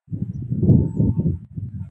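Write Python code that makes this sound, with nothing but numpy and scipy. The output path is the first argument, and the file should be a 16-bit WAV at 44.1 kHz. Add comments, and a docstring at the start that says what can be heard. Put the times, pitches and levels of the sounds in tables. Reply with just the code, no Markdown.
"""Leaves and insects hiss from the start: noise in flickering bands. Gusty wind soon joins, made of uneven
impulses coloured and shaped by gusts, and buffets a phone microphone with short pressure swings.
Small birds whistle and peep in arching, gliding sines with an echo; soft ticks, decaying rings, fall between.
Later a far-off dove holds a faint wavering coo, a near sine with breath; more bird notes gather at the end."""
import sys
import numpy as np
from scipy import signal
from scipy.fft import rfft, irfft
from scipy.io import wavfile
from scipy.ndimage import uniform_filter1d, minimum_filter1d

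SR = 44100
rng = np.random.default_rng(int(sys.argv[2]) if len(sys.argv) > 2 else 0)


def digitize_waveform(pressure):
    """Quantize a signal to 16-bit integers and store it at the path in sys.argv[1].

    Rows of a 2-D input are taken as channels; values are limited to [-1, 1].
    """
    field = np.atleast_2d(pressure).T
    bounded = np.clip(field, -1, 1)
    quanta = np.round(bounded * 32767).astype(np.int16)
    wavfile.write(sys.argv[1], SR, quanta)


def volts_from_db(level):
    """Convert decibel levels to linear amplitude ratios."""
    exponent = np.asarray(level, float) / 20
    return 10 ** exponent


N = 83790

# hiss colour, relative: f/Hz, level/dB per Hz
HISS_COLOUR = [(400, -30), (560, -6.5), (800, -7), (1100, -12.5), (1400, -9.5), (2070, -15.5), (2900, -20),
               (3900, -26.5), (4700, -35.5), (5800, -31), (7000, -31.5), (7600, -23), (8500, -21),
               (8950, -25), (9200, -31), (11000, -35.5), (13100, -40), (13600, -48), (16000, -59.5)]
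# swell of the hiss around its base level: t/s, level/dB
HISS_SWELL = [(0, -23.5), (.07, -13), (.12, -0.5), (.2, 2.5), (.7, 4), (1.35, 3.5), (1.46, -3.5),
              (1.485, -13), (1.53, -0.5), (1.78, 0.5), (1.85, 7), (1.9, -1)]
# wind colour, relative: f/Hz, level/dB per Hz
WIND_COLOUR = [(15, -46.5), (25, -36), (40, -28.5), (60, -10.5), (95, 4.5), (130, 5), (175, 1), (260, -5.5),
               (350, -12.5), (480, -23), (624, -34), (780, -49), (950, -58), (1150, -76), (1500, -100)]
# gusts, before smoothing: t/s, level/dB, own brightness/dB per bent octave above the pivot,
# weight/dB per octave below it
GUSTS = [(0.07, -80, -6, 4), (0.084, -39.5, -6, -8.5), (0.14, -26, 1.5, 4), (0.192, -34, 7, 2.5),
         (0.228, -22.5, -0.5, -6.5), (0.268, -38, 0, -3.5), (0.294, -26, -6, 6), (0.308, -27, -1.5, 2.5),
         (0.334, -43, 8, -6.5), (0.36, -28, -4.5, 6), (0.482, -30.5, -3, -2.5), (0.522, -24.5, 2, -0.5),
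         (0.604, -23.5, 0, -1.5), (0.634, -17, 2.5, 6.5), (0.666, -20.5, 4.5, 0.5),
         (0.696, -8.5, 0.5, -0.5), (0.864, -21.5, 2.5, -0.5), (0.926, -33, 0.5, -2.5),
         (1.006, -16, 3.5, -0.5), (1.094, -16.5, -0.5, 3), (1.144, -30, -7.5, -7), (1.2, -17.5, 2.5, 2),
         (1.236, -29, 6.5, -1.5), (1.272, -14.5, -2, -3), (1.348, -26.5, -3, 8), (1.394, -41, -3, -1),
         (1.436, -34, -6.5, -1), (1.492, -61.5, -3, -2), (1.506, -44.5, -10, 9), (1.582, -27, -1, 0.5),
         (1.608, -35.5, 2, 10.5), (1.65, -23.5, -8, -9), (1.68, -26.5, -10, -4), (1.71, -48, 0, -1.5),
         (1.74, -28.5, -10.5, -2.5), (1.818, -29, -6.5, 1.5), (1.9, -43, -17, 3.5)]
# pressure swings, before the low cut: t/s, peak level/dB, f/Hz, cycles from the peak down to exp(-2)
BUFFETS = [(0.143, -17.5, 170, 1.17), (0.228, -20.5, 190, 1.6), (0.301, -16.5, 125, 0.97),
           (0.362, -22.5, 118.4, 0.94), (0.426, -20.5, 231, 0.94), (0.523, -17.5, 150, 1.3),
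           (0.588, -14.5, 168.7, 0.7), (0.636, -13.5, 190, 1.05), (0.6975, -5.5, 230, 0.4),
           (0.741, -11.5, 190, 0.83), (0.79, -11.5, 170, 0.57), (1.036, -16, 200, 1.4),
           (1.0823, -22.5, 160, 0.87), (1.201, -15.5, 190, .9), (1.581, -19, 140, 1.63)]
# bird notes: start t/s, length t/s, level/dB, f/Hz, arch f/Hz, glide f/Hz
BIRD_NOTES = [(0.332, .04, -61.5, 5440, 594.5, -150), (0.49, .04, -80.5, 7950, -2, 0.5),
              (0.86, .125, -63, 7790, 96, -100), (0.945, .075, -70, 7120, 2.5, -2),
              (1.07, .022, -72.5, 8550, 7.5, -7.5), (1.24, .03, -77, 8180, 1, 0.5),
              (1.62, .03, -76.5, 8500, 0.5, 3), (0.22, .035, -71, 1730, 3, -0.5),
              (0.84, .05, -68, 1450, -10.5, -6), (1.13, .08, -61, 1082, 3.5, 10),
              (1.15, .05, -74, 2616, -2, 53), (1.79, .06, -64, 891, 20, -3),
              (1.81, .08, -65.5, 1383, -3.5, 5.5), (1.82, .07, -72, 2167, 1, 19.5),
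              (1.83, .04, -71.5, 2470, 0.5, -6), (1.83, .06, -66.5, 682, -10, -20),
              (1.816, 0.065, -86, 2880, 4.5, -3.5), (1.827, 0.047, -86, 3610, -6, -9),
              (0.17, .12, -70.5, 809, -4, 36.5), (0.289, 0.23, -70.5, 692, -1, 4.5),
              (0.412, 0.018, -84, 4560, 2.5, -6.5)]
# soft ticks: t/s, level before the soft rise/dB, ring f/Hz, width f/Hz (wider dies faster)
TICKS = [(0.251, -58, 12000, 1000), (0.311, -58, 12000, 1000), (0.6975, -27, 2500, 1800),
         (0.698, -45, 11000, 2500), (1.448, -44, 150, 150), (1.449, -57, 12000, 1500),
         (1.688, -47, 150, 130), (1.89, -45, 150, 150)]
# coo, before its waver: t/s, f/Hz, level/dB
COO = [(0.66, 850, -110), (0.72, 865, -64), (0.78, 885, -55), (0.88, 889, -57), (1.0, 895, -55),
       (1.12, 897, -54), (1.24, 899, -58), (1.275, 895, -74), (1.32, 898, -85), (1.36, 899, -66),
       (1.39, 895, -85), (1.42, 895, -110)]

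HISS_DB, HISS_FLICKER_DB = -75, 3
EDDIES_PER_S, EDDY_SPREAD_DB, WIND_FLICKER_DB = 1500, 2, 3.5
BRIGHT_PER_DB, USUAL_GUST_DB = 0.2941, -19  # extra brightness per dB above the usual gust
PIVOT_HZ, TILT_BEND = 135, 1.304  # the octaves above the pivot are raised to this power
EVEN_S = 0.05
LOW_CUT_HZ = 60
NOTE_ROUGH_DB, NOTE_WAVER_HZ = 2, 12
NOTE_BREATH_DB, NOTE_BREATH_HZ = -18, 4500  # breath doubles at this pitch and grows further below it
ECHO_S, ECHO_DB = .02, -17
TICK_RISE_S = .00006
COO_WAVER_DB, COO_WAVER_HZ = 2, 7
BREATH_DB, BREATH_PER_S = -5, 170  # breath level, and rate of its random draws
LIMIT, LIMIT_S = .96, .004  # crest ceiling (full scale = 1), smoothing


def table(rows, col=1):
    """Column of a time table, joined by straight lines."""
    rows = np.array(rows, float)
    return np.interp(np.arange(N) / SR, rows[:, 0], rows[:, col])


def colour(rows, hz):
    """Level in dB of a spectrum table at hz, joined over log frequency."""
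    rows = np.array(rows, float)
    return np.interp(np.log(hz), np.log(rows[:, 0]), rows[:, 1], left=-120, right=-120)


def walk(rate):
    """Random levels held 1 / rate s and slewed twice; spread near 1."""
    hold = int(SR / rate)
    steps = np.repeat(rng.standard_normal(N // hold + 1), hold)
    return 1.2 * uniform_filter1d(uniform_filter1d(steps, hold), hold)[:N]


def bands(x, spectrum, first_hz, step, moving_db):
    """Colours x, splits it into overlapping bands, each with its own moving gain; rms 1 when still."""
    hz = np.arange(N // 2 + 1) * SR / N + 1e-3  # offset avoids log of zero
    spec = rfft(x) * volts_from_db(colour(spectrum, hz))
    spec /= np.std(irfft(spec, N))
    out = 0
    for mid in first_hz * 2 ** np.arange(0, 7, step):  # step in octaves
        share = np.clip(1 - np.abs(np.log2(hz / mid)) / step, 0, 1)
        if np.any(share) and colour(spectrum, mid) > -119:
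            out = out + irfft(spec * share, N) * volts_from_db(moving_db(mid))
    return out


def bushes():
    """Leaves and insects: a thin noise hiss whose bands flicker independently."""
    def flicker_db(hz):
        return HISS_FLICKER_DB * walk(14)

    hiss = bands(rng.standard_normal(N), HISS_COLOUR, 450, 0.23, flicker_db)
    return hiss * volts_from_db(HISS_DB + table(HISS_SWELL))


def wind():
    """Uneven eddies strike the port; stronger gusts are brighter, bands flicker, the sum is evened."""
    chance = rng.random((3, N))
    strikes = chance[0] < EDDIES_PER_S / SR
    sizes = volts_from_db(-EDDY_SPREAD_DB * np.log(chance[2] + 1e-4))
    eddies = strikes * np.sign(chance[1] - .5) * sizes
    gust_db = table(GUSTS)
    bright = table(GUSTS, col=2) + BRIGHT_PER_DB * (gust_db - USUAL_GUST_DB)
    weight = table(GUSTS, col=3)

    def tilt_db(hz):
        above = max(np.log2(hz / PIVOT_HZ), 0) ** TILT_BEND
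        below = max(np.log2(PIVOT_HZ / hz), 0)
        return bright * above + weight * below + WIND_FLICKER_DB * walk(18)

    flow = bands(eddies, WIND_COLOUR, 24.09, 0.3498, tilt_db)
    # divide out the running power so that the gust levels alone set the loudness
    k = int(EVEN_S * SR)
    power = uniform_filter1d(uniform_filter1d(uniform_filter1d(flow ** 2, k), k), k)
    even = flow / np.sqrt(power + 1e-6)
    t = np.arange(N) / SR
    ends = np.minimum((t - .066) / .02, (N / SR - t) / 0.0086)  # fade in and out
    fade = np.sin(np.pi / 2 * np.clip(ends, 0, 1)) ** 2
    return even * uniform_filter1d(volts_from_db(gust_db), k // 4) * fade


def buffets():
    """Pressure swings of about one cycle; a low cut removes their slowest part."""
    t = np.arange(N) / SR
    swings = 0
    for s, db, hz, cycles in BUFFETS:
        bell = np.exp(-((t - s) * hz / cycles) ** 2 * 2)
        swings = swings + volts_from_db(db) * np.cos(2 * np.pi * hz * (t - s)) * bell
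    low_cut = signal.butter(2, LOW_CUT_HZ, "high", fs=SR, output="sos")
    return signal.sosfiltfilt(low_cut, swings)


def birds():
    """Sines that arch and glide, wavering with distance, the low ones breathier; one echo."""
    out = np.zeros(N)
    for s, length, db, hz, arch_hz, glide_hz in BIRD_NOTES:
        u = np.clip((np.arange(N) / SR - s) / length, 0, 1)  # progress through the note
        pitch = hz + arch_hz * np.sin(np.pi * u) + glide_hz * u + NOTE_WAVER_HZ * walk(90)
        phase = 2 * np.pi * np.cumsum(pitch) / SR
        tone = volts_from_db(NOTE_ROUGH_DB * walk(120)) * np.sin(phase)
        noise = walk(200) * np.sin(phase) + walk(200) * np.cos(phase)
        breath = volts_from_db(NOTE_BREATH_DB) * (1 + NOTE_BREATH_HZ / hz) * noise
        out += volts_from_db(db) * np.abs(np.sin(np.pi * u)) ** .8 * (tone + breath)
    return out + volts_from_db(ECHO_DB) * np.roll(out, int(ECHO_S * SR))


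def ticks():
    """One-sided ringing clicks that rise quickly and die at once."""
    out = 0
    for s, db, hz, width_hz in TICKS:
        t = np.maximum(np.arange(N) / SR - s, 0)
        rise = 1 - np.exp(-t / TICK_RISE_S)
        decay = np.exp(-2 * np.pi * width_hz * t)
        out = out + volts_from_db(db) * rise * np.cos(2 * np.pi * hz * t) * decay
    return out


def dove():
    """A near sine that wavers over the distance, with a breathy band of noise around it."""
    phase = 2 * np.pi * np.cumsum(table(COO) + COO_WAVER_HZ * walk(50)) / SR
    tone = volts_from_db(COO_WAVER_DB * walk(60)) * np.sin(phase)
    breath = walk(BREATH_PER_S) * np.sin(phase) + walk(BREATH_PER_S) * np.cos(phase)
    return np.sqrt(2) * volts_from_db(table(COO, col=2)) * (tone + volts_from_db(BREATH_DB) * breath)


def scene():
    """All sources sum at one microphone."""
    return (bushes() + wind() + buffets() + birds() + ticks() + dove())[None]


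def low_pass(x):
    """Removes everything above the highest recorded frequency."""
    return signal.sosfilt(signal.butter(12, 13990, fs=SR, output="sos"), x)


def record(dry):
    """A look-ahead limiter turns down around the highest crests to finish the mix."""
    k = int(LIMIT_S * SR)
    need = np.minimum(1, LIMIT / (np.abs(dry) + 1e-9))
    held = minimum_filter1d(need, 2 * k + 1, axis=1)
    gain = uniform_filter1d(uniform_filter1d(held, k, axis=1), k, axis=1)
    return low_pass(dry * gain)


dry = scene()
out = record(dry)
digitize_waveform(out)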